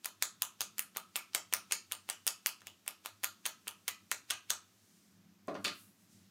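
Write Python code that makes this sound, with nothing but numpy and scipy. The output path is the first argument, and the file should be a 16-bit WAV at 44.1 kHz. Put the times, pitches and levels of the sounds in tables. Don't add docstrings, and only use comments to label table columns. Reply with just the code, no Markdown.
import sys
import numpy as np
from scipy import signal
from scipy.fft import rfft, irfft, next_fast_len
from scipy.io import wavfile

SR = 44100
rng = np.random.default_rng(int(sys.argv[2]) if len(sys.argv) > 2 else 0)


def elevation(decibels):
    levels = np.asarray(decibels, float)
    return 10 ** (levels / 20)


def unload_audio(sound):
    columns = np.transpose(np.atleast_2d(sound))
    steps = np.round(np.clip(columns, -1, 1) * 32767)
    wavfile.write(sys.argv[1], SR, steps.astype(np.int16))


N = 278226


def rms_one(x):
    return x / np.sqrt(np.mean(x ** 2) + 1e-20)


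def peak_one(rows):
    return rows / np.abs(signal.hilbert(rows)).max(axis=1, keepdims=True)


def at_hz(table, hz, column=1):
    table = np.array(table)
    return np.interp(np.log(hz), np.log(table[:, 0]), table[:, column])


def in_time(rows):
    s, *columns = np.transpose(rows)
    return [np.interp(np.arange(N) / SR, s, c) for c in columns]


def resonance(x, hz, width_hz):
    r = np.exp(-np.pi * width_hz / SR)
    feedback = [1, -2 * r * np.cos(2 * np.pi * hz / SR), r * r]
    return signal.lfilter([(1 - r * r) / 2, 0, (r * r - 1) / 2], feedback, x)


def ring(clicks, hz, t60):
    r = elevation(-60 / (t60 * SR))
    w = 2 * np.pi * hz / SR
    return signal.lfilter([0, np.sin(w)], [1, -2 * r * np.cos(w), r * r], clicks + 1e-18)


def coloured(spectrum):
    size = next_fast_len(N)
    hz = np.arange(1, size // 2 + 2) * SR / size
    white = rfft(rng.standard_normal(size))
    return rms_one(irfft(white * elevation(at_hz(spectrum, hz)), size)[:N])


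def crackle(count, peak_ms, size=400):
    ms = np.arange(size) * 1000 / SR
    return rng.standard_normal((count, size)) * ms / peak_ms * np.exp(1 - ms / peak_ms)


def place(times, shapes):
    out = np.zeros(N + shapes.shape[1])
    for s, shape in zip(times, shapes):
        at = round(s * SR)
        out[at:at + len(shape)] += shape
    return out[:N]


def waver():
    corner_hz = 2.9
    r = np.exp(-2 * np.pi * corner_hz / SR)
    noise = rng.standard_normal(N + SR)
    return rms_one(signal.lfilter([1], [1, -2 * r, r * r], noise)[SR:])


# start_s, lower_drone_db, upper_drone_db
DRONE_LEVELS = [(0, -75.5, -78), (.8, -79, -73.5), (1.7, -75.5, -75), (2.6, -81.5, -78.5),
                (3.4, -78.5, -76), (4.1, -72, -77.5), (5.06, -78.5, -76), (5.25, -68.5, -65),
                (5.4, -75.5, -77), (5.65, -71.5, -57.5), (5.87, -79, -76.5), (6.2, -72.5, -68.5),
                (6.31, -69, -67)]
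# pitch_hz, width_hz (of the first of two resonances)
DRONE_PITCHES = [(100, 14), (190, 41)]
# pitch_hz, relative_level_db (per Hz)
HUM_SPECTRUM = [(24, -54), (40, -31), (91, -11.5), (145, -6.5), (199, 3.5), (343, 2.5), (451, -6),
                (617, -12), (900, -36), (1170, -51), (1980, -120)]
# pitch_hz, relative_level_db (per Hz)
HISS_SPECTRUM = [(350, -27.5), (600, 1.5), (858, -1), (1280, 0.5), (3990, -3.5), (6370, -3.5),
                 (10000, -12.5), (11300, -8), (15100, -7.5), (16000, -18)]


def background():
    hum_db, hiss_db, waver_db = -77, -74, 2.5
    out = elevation(hum_db) * coloured(HUM_SPECTRUM) + elevation(hiss_db) * coloured(HISS_SPECTRUM)
    for db, (hz, width_hz) in zip(in_time(DRONE_LEVELS), DRONE_PITCHES):
        drone = resonance(rng.standard_normal(N), hz, width_hz)
        drone = rms_one(resonance(drone, hz, 2 * width_hz))
        out += elevation(db + waver_db * waver()) * drone
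    return out


# delay_ms, level_db (before the treble is softened)
FIRST_ECHOES = [(2.2, -18), (9.9, -12), (11.8, -33.5), (19.7, -35), (29.5, -16.5)]
# pitch_hz, noise_level_db, t60_s (time to fall by 60 dB)
TAIL_BANDS = [(205, -30.5, 0.31), (505, -27.5, 0.19), (1195, -31, 0.23), (2000, -34.5, 0.23),
              (3040, -38, 0.33), (4480, -35, 0.29), (6500, -35.5, 0.22), (11000, -34, 0.19),
              (15100, -24.5, 0.11)]
# pitch_hz, level_db, t60_s
NARROW_TAIL_BANDS = [(1250, -47, 0.34), (1450, -59.5, 0.18), (2700, -50.5, 0.26), (4430, -44.5, 0.22),
                     (6500, -47.5, 0.19)]


def room(direct, sent):
    t = np.arange(SR // 2) / SR
    early = np.zeros(len(t))
    for ms, db in FIRST_ECHOES:
        early[round(ms * SR / 1000)] = elevation(db)
    echo_cut_hz = 7000
    early = signal.sosfilt(signal.butter(1, echo_cut_hz, fs=SR, output="sos"), early)

    clumps = rms_one(resonance(rng.standard_normal(len(t)), 170, 450))
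    build_up = (1 - np.exp(-t / 0.00052)) * elevation(2.0 * clumps * np.exp(-t / 0.012))
    tail = np.zeros(len(t))
    edges = 120 * 2 ** np.arange(0, 7.3, 1 / 3)
    for low, high in zip(edges, edges[1:]):
        hz = np.sqrt(low * high)
        band_pass = signal.butter(2, [low, high], "band", fs=SR, output="sos")
        band = signal.sosfilt(band_pass, rng.standard_normal(len(t)))
        fade_db = at_hz(TAIL_BANDS, hz) - 60 * t / at_hz(TAIL_BANDS, hz, column=2)
        tail += band * build_up * elevation(fade_db)
    for hz, db, t60 in NARROW_TAIL_BANDS:
        band = rms_one(resonance(rng.standard_normal(len(t)), hz, 0.16 * hz))
        tail += build_up * elevation(db - 60 * t / t60) * band
    return (signal.oaconvolve(direct, early) + signal.oaconvolve(sent, tail))[:N]


# start_s, level_db (before band weighting), centre_hz
SLEEVE_MOVES = [(0, -78, 5800), (2.4, -72.5, 6000), (2.8, -77.5, 6000), (3.6, -73.5, 6090),
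                (4.65, -75.5, 6160), (4.95, -69.5, 6270), (5.25, -80.5, 5230), (5.45, -84, 5000),
                (5.7, -68, 9020), (5.8, -60.5, 11000), (5.9, -70.5, 10200), (6.0, -74.5, 8150),
                (6.15, -67, 5540), (6.24, -68.5, 5000), (6.31, -81, 4060)]


def sleeve():
    db, centre_hz = in_time(SLEEVE_MOVES)
    out = 0
    for hz in np.geomspace(2500, 14000, 7):
        near = np.exp(-(np.log2(hz / centre_hz) / 0.22) ** 2)
        out = out + near * rms_one(resonance(rng.standard_normal(N), hz, 0.92 * hz))
    return elevation(db) * out


# start_s, ring_peak_db, rattle_peak_db, rattle_centre_hz
CONTACTS = [(5.4733, -60, -48, 6500), (5.4807, -29, -39, 870), (5.482, -52, -49.5, 2520),
            (5.491, -45, -48, 1100), (5.499, -43.5, -56, 2200), (5.511, -37, -52, 1490),
            (5.543, -53, -50, 2980), (5.55, -35.5, -38, 1080), (5.563, -55, -45, 1290),
            (5.6435, -48, -28, 5400), (5.6470, -39.5, -22.5, 2250), (5.6491, -53, -24.5, 1760),
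            (5.656, -43, -24, 2200), (5.666, -39, -32.5, 2430), (5.678, -51, -28, 2000)]
# pitch_hz, relative_level_db, t60_s
HOLLOW_MODES = [(166.4, -3.5, 0.094), (282.2, -2, 0.31), (366, -2, 0.072), (436, -6, 0.089),
                (534, -1, 0.068), (680, 7, 0.02), (806, -3, 0.014), (1085, 3, 0.039), (1500, -8, 0.052)]


def knocks():
    room_db = 4
    rattle_peak_cycles = 2.75
    rows = np.array(CONTACTS)
    push = signal.lfilter(np.hanning(30) / 15, [1], np.eye(1, SR // 3)[0])
    modes = np.array([elevation(db) * ring(push, hz, t60) for hz, db, t60 in HOLLOW_MODES])

    balance = elevation(rng.normal(0, 1.4, (len(rows), len(HOLLOW_MODES))))
    balance = balance * (-1) ** np.arange(len(HOLLOW_MODES))
    blows = peak_one(balance @ modes) * elevation(rows[:, [1]])

    cycle_ms = 1000 / rows[:, [3]]
    shake = crackle(len(rows), rattle_peak_cycles * cycle_ms, size=SR // 3)
    rattle = [resonance(resonance(v, hz, 1.1 * hz), hz, 3 * hz) for v, hz in zip(shake, rows[:, 3])]
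    rattle = peak_one(np.array(rattle)) * elevation(rows[:, [2]])
    sound = place(rows[:, 0], blows + rattle)
    return np.array([sound, sound * elevation(room_db)])


# let_go_s, hiss_db, favoured_pitch_hz (of the bent card), favoured_gain_db
FOAM_STROKES = [(0.0545, -49.5, 1020, -2), (0.226, -51.5, 6800, 10), (0.421, -56.5, 1020, 7),
                (0.61, -52.5, 7000, 4), (0.793, -48, 11000, -4), (0.9725, -46, 1250, 6),
                (1.157, -57.5, 2280, 5.5), (1.349, -50, 6350, -2), (1.538, -46.5, 1370, 0),
                (1.7207, -45.5, 6900, 2.5), (1.9228, -49.5, 1030, -7), (2.101, -44.5, 3120, 3),
                (2.2671, -62, 2590, -0.5), (2.4615, -59, 1000, -1), (2.672, -56, 2800, 2),
                (2.8825, -51, 4500, -8), (3.0569, -51.5, 920, -4), (3.2475, -45, 1400, 1),
                (3.4636, -47, 6500, -13), (3.681, -50, 950, -3), (3.8793, -58, 1970, 4),
                (4.114, -59, 7150, 4), (4.3107, -41, 1620, 6), (4.5013, -53, 6600, 4.5)]


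def brush():
    rise_ms = 8.7
    s, db = np.transpose(FOAM_STROKES)[:2]
    marks = np.zeros(N)
    marks[(s * SR).astype(int)] = elevation(db)
    decay = np.exp(-1000 / (rise_ms * SR))
    swell = signal.lfilter([1], [1, -decay], marks[::-1] + 1e-18)[::-1]
    return swell * rms_one(resonance(rng.standard_normal(N), 1900, 4600))


def bent(shapes, times):
    edge_hz, edge_db = 6400, -1.5
    width = .14
    strokes = np.array(FOAM_STROKES)
    nearest = strokes[np.abs(strokes[:, 0] - times[:, None]).argmin(axis=1)]
    edge = elevation(edge_db) * resonance(shapes, edge_hz, width * edge_hz)
    bend = [elevation(db) * resonance(v, hz, width * hz) for v, (hz, db) in zip(shapes, nearest[:, 2:])]
    return shapes + edge + np.array(bend)


# start_s, level_db (before the colouring below),
# brightness_db_per_octave, middle_db (raises the two middle resonances and lowers the outer two)
SNAP_POINTS = [(0.0455, -36.5, 1.5, 2), (0.0566, -33.5, 1, -4.5), (0.0585, -32.5, 3.5, 0.9),
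               (0.2242, -21, 1.5, -0.7), (0.4208, -22, 3.5, -0.45), (0.6072, -26.5, 2, 0.5),
               (0.6157, -28, 0.1, -1.8), (0.7822, -34, 2.5, 0.5), (0.7933, -25.5, 2.5, -3.5),
               (0.9503, -55, -4, -4), (0.9623, -42.5, -7, 0.7), (0.9699, -29, 2.5, -1.5),
               (1.1576, -28, -2.5, 2.9), (1.163, -28, 2.5, -3.5), (1.334, -58.5, -9.5, 12),
               (1.3482, -24.5, 2.8, 1.5), (1.3495, -24.5, -0.0, -0.9), (1.5262, -32.5, -3.6, 0.5),
               (1.5285, -43, 0, 2.5), (1.537, -20, 2, 0), (1.711, -40, -7, 5), (1.7217, -22.5, 2, 1.5),
               (1.724, -25.5, 0.6, -1.6), (1.9145, -45.5, -3.5, -6.5), (1.9211, -27, 2.2, 0.5),
               (2.0898, -32.5, -2, -1.5), (2.099, -32, 4.3, 3), (2.1011, -34, 0.4, -1.5),
               (2.267, -24, 2.5, -2.6), (2.2748, -28, 1.9, -5.5), (2.2774, -32.5, 7, 9.2),
               (2.461, -22.0, 1, 0.7), (2.4689, -29, 5.4, -3), (2.6067, -61, -3.2, 6),
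               (2.618, -52, -3, -2.5), (2.67, -37.5, 0.1, -0.1), (2.862, -54, 2, -2.7),
               (2.8646, -51, -3, -1), (2.8784, -27.5, 1.5, -1.5), (3.0498, -44, -1, -2.5),
               (3.0593, -31, 0.1, -1.1), (3.2337, -44, 1, -14), (3.2374, -31, -2.6, 0),
               (3.2436, -24.5, 3.5, -1.1), (3.4551, -31, -3.5, 2.5), (3.458, -41, -9.5, 8),
               (3.4626, -26.5, 3, -2.8), (3.6714, -46, -8.5, 1.5), (3.678, -42, 5.5, -4),
               (3.6807, -31, 1.2, 0.6), (3.8791, -35.5, -2.5, 1.8), (3.88, -30, 2.9, -1.9),
               (3.8816, -32, -3.5, 5), (3.8861, -30.5, 0.5, -1.6), (4.1145, -28, 4, 1.5),
               (4.1167, -27.5, -2.6, 0.3), (4.3027, -34, 0, 4.8), (4.3068, -23.5, 0, 1.9),
               (4.3096, -35.5, -3, -1.1), (4.498, -52, 0.6, 15), (4.5023, -33, 5, 1.7),
               (4.5043, -22.5, 0.1, 1.2)]
# pitch_hz, width_hz (of the first of two passes), relative_level_db
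CARD_RESONANCES = [(1100, 1534, -1), (2790, 1595, 3), (6500, 6950, 7.5), (12770, 15900, 5)]


def card():
    snap_peak_ms, flutter_peak_ms = .225, .8
    flutter_db = -21
    tilt_pivot_hz = 4000
    thud_hz, thud_width_hz, thud_db = 390, 800, -7
    room_db = -1.5
    rows = np.array(SNAP_POINTS)
    times = rows[:, 0]
    flutter = elevation(flutter_db) * crackle(len(rows), flutter_peak_ms)
    toward_mic = crackle(len(rows), snap_peak_ms) + flutter
    all_round = np.eye(1, 400) + 0.18 * crackle(len(rows), snap_peak_ms)

    centre_hz, widths_hz, card_db = np.transpose(CARD_RESONANCES)
    tilt_db = rows[:, [2]] * np.log2(centre_hz / tilt_pivot_hz)
    middle_db = rows[:, [3]] * [-1, 1, 1, -1]
    db = rows[:, [1]] + card_db + tilt_db + middle_db
    levels = elevation(np.c_[db, db[:, 0] + thud_db])

    thud = -peak_one(resonance(all_round, thud_hz, thud_width_hz))
    paths = []
    for burst in toward_mic, all_round:
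        parts = [peak_one(resonance(resonance(burst, hz, width_hz), hz, 2 * width_hz))
                 for hz, width_hz in zip(centre_hz, widths_hz)]
        parts.append(thud)
        paths.append(sum(part * levels[:, [k]] * (-1) ** k for k, part in enumerate(parts)))
    direct = place(times, paths[0])
    sent = place(times, bent(paths[1], times)) * elevation(room_db)
    return np.array([direct, sent])


def scene():
    direct, sent = card() + knocks() + brush()
    return (direct + room(direct, sent) + sleeve() + background())[None]


def band_limit(x):
    return signal.sosfilt(signal.butter(12, 16990, fs=SR, output="sos"), x)


def record(dry):
    bass_cut_hz, top_hz = 70, 15900
    x = signal.sosfilt(signal.butter(2, bass_cut_hz, "high", fs=SR, output="sos"), dry)
    x = signal.sosfilt(signal.butter(10, top_hz, fs=SR, output="sos"), x)
    return band_limit(x)


dry = scene()
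out = record(dry)
unload_audio(out)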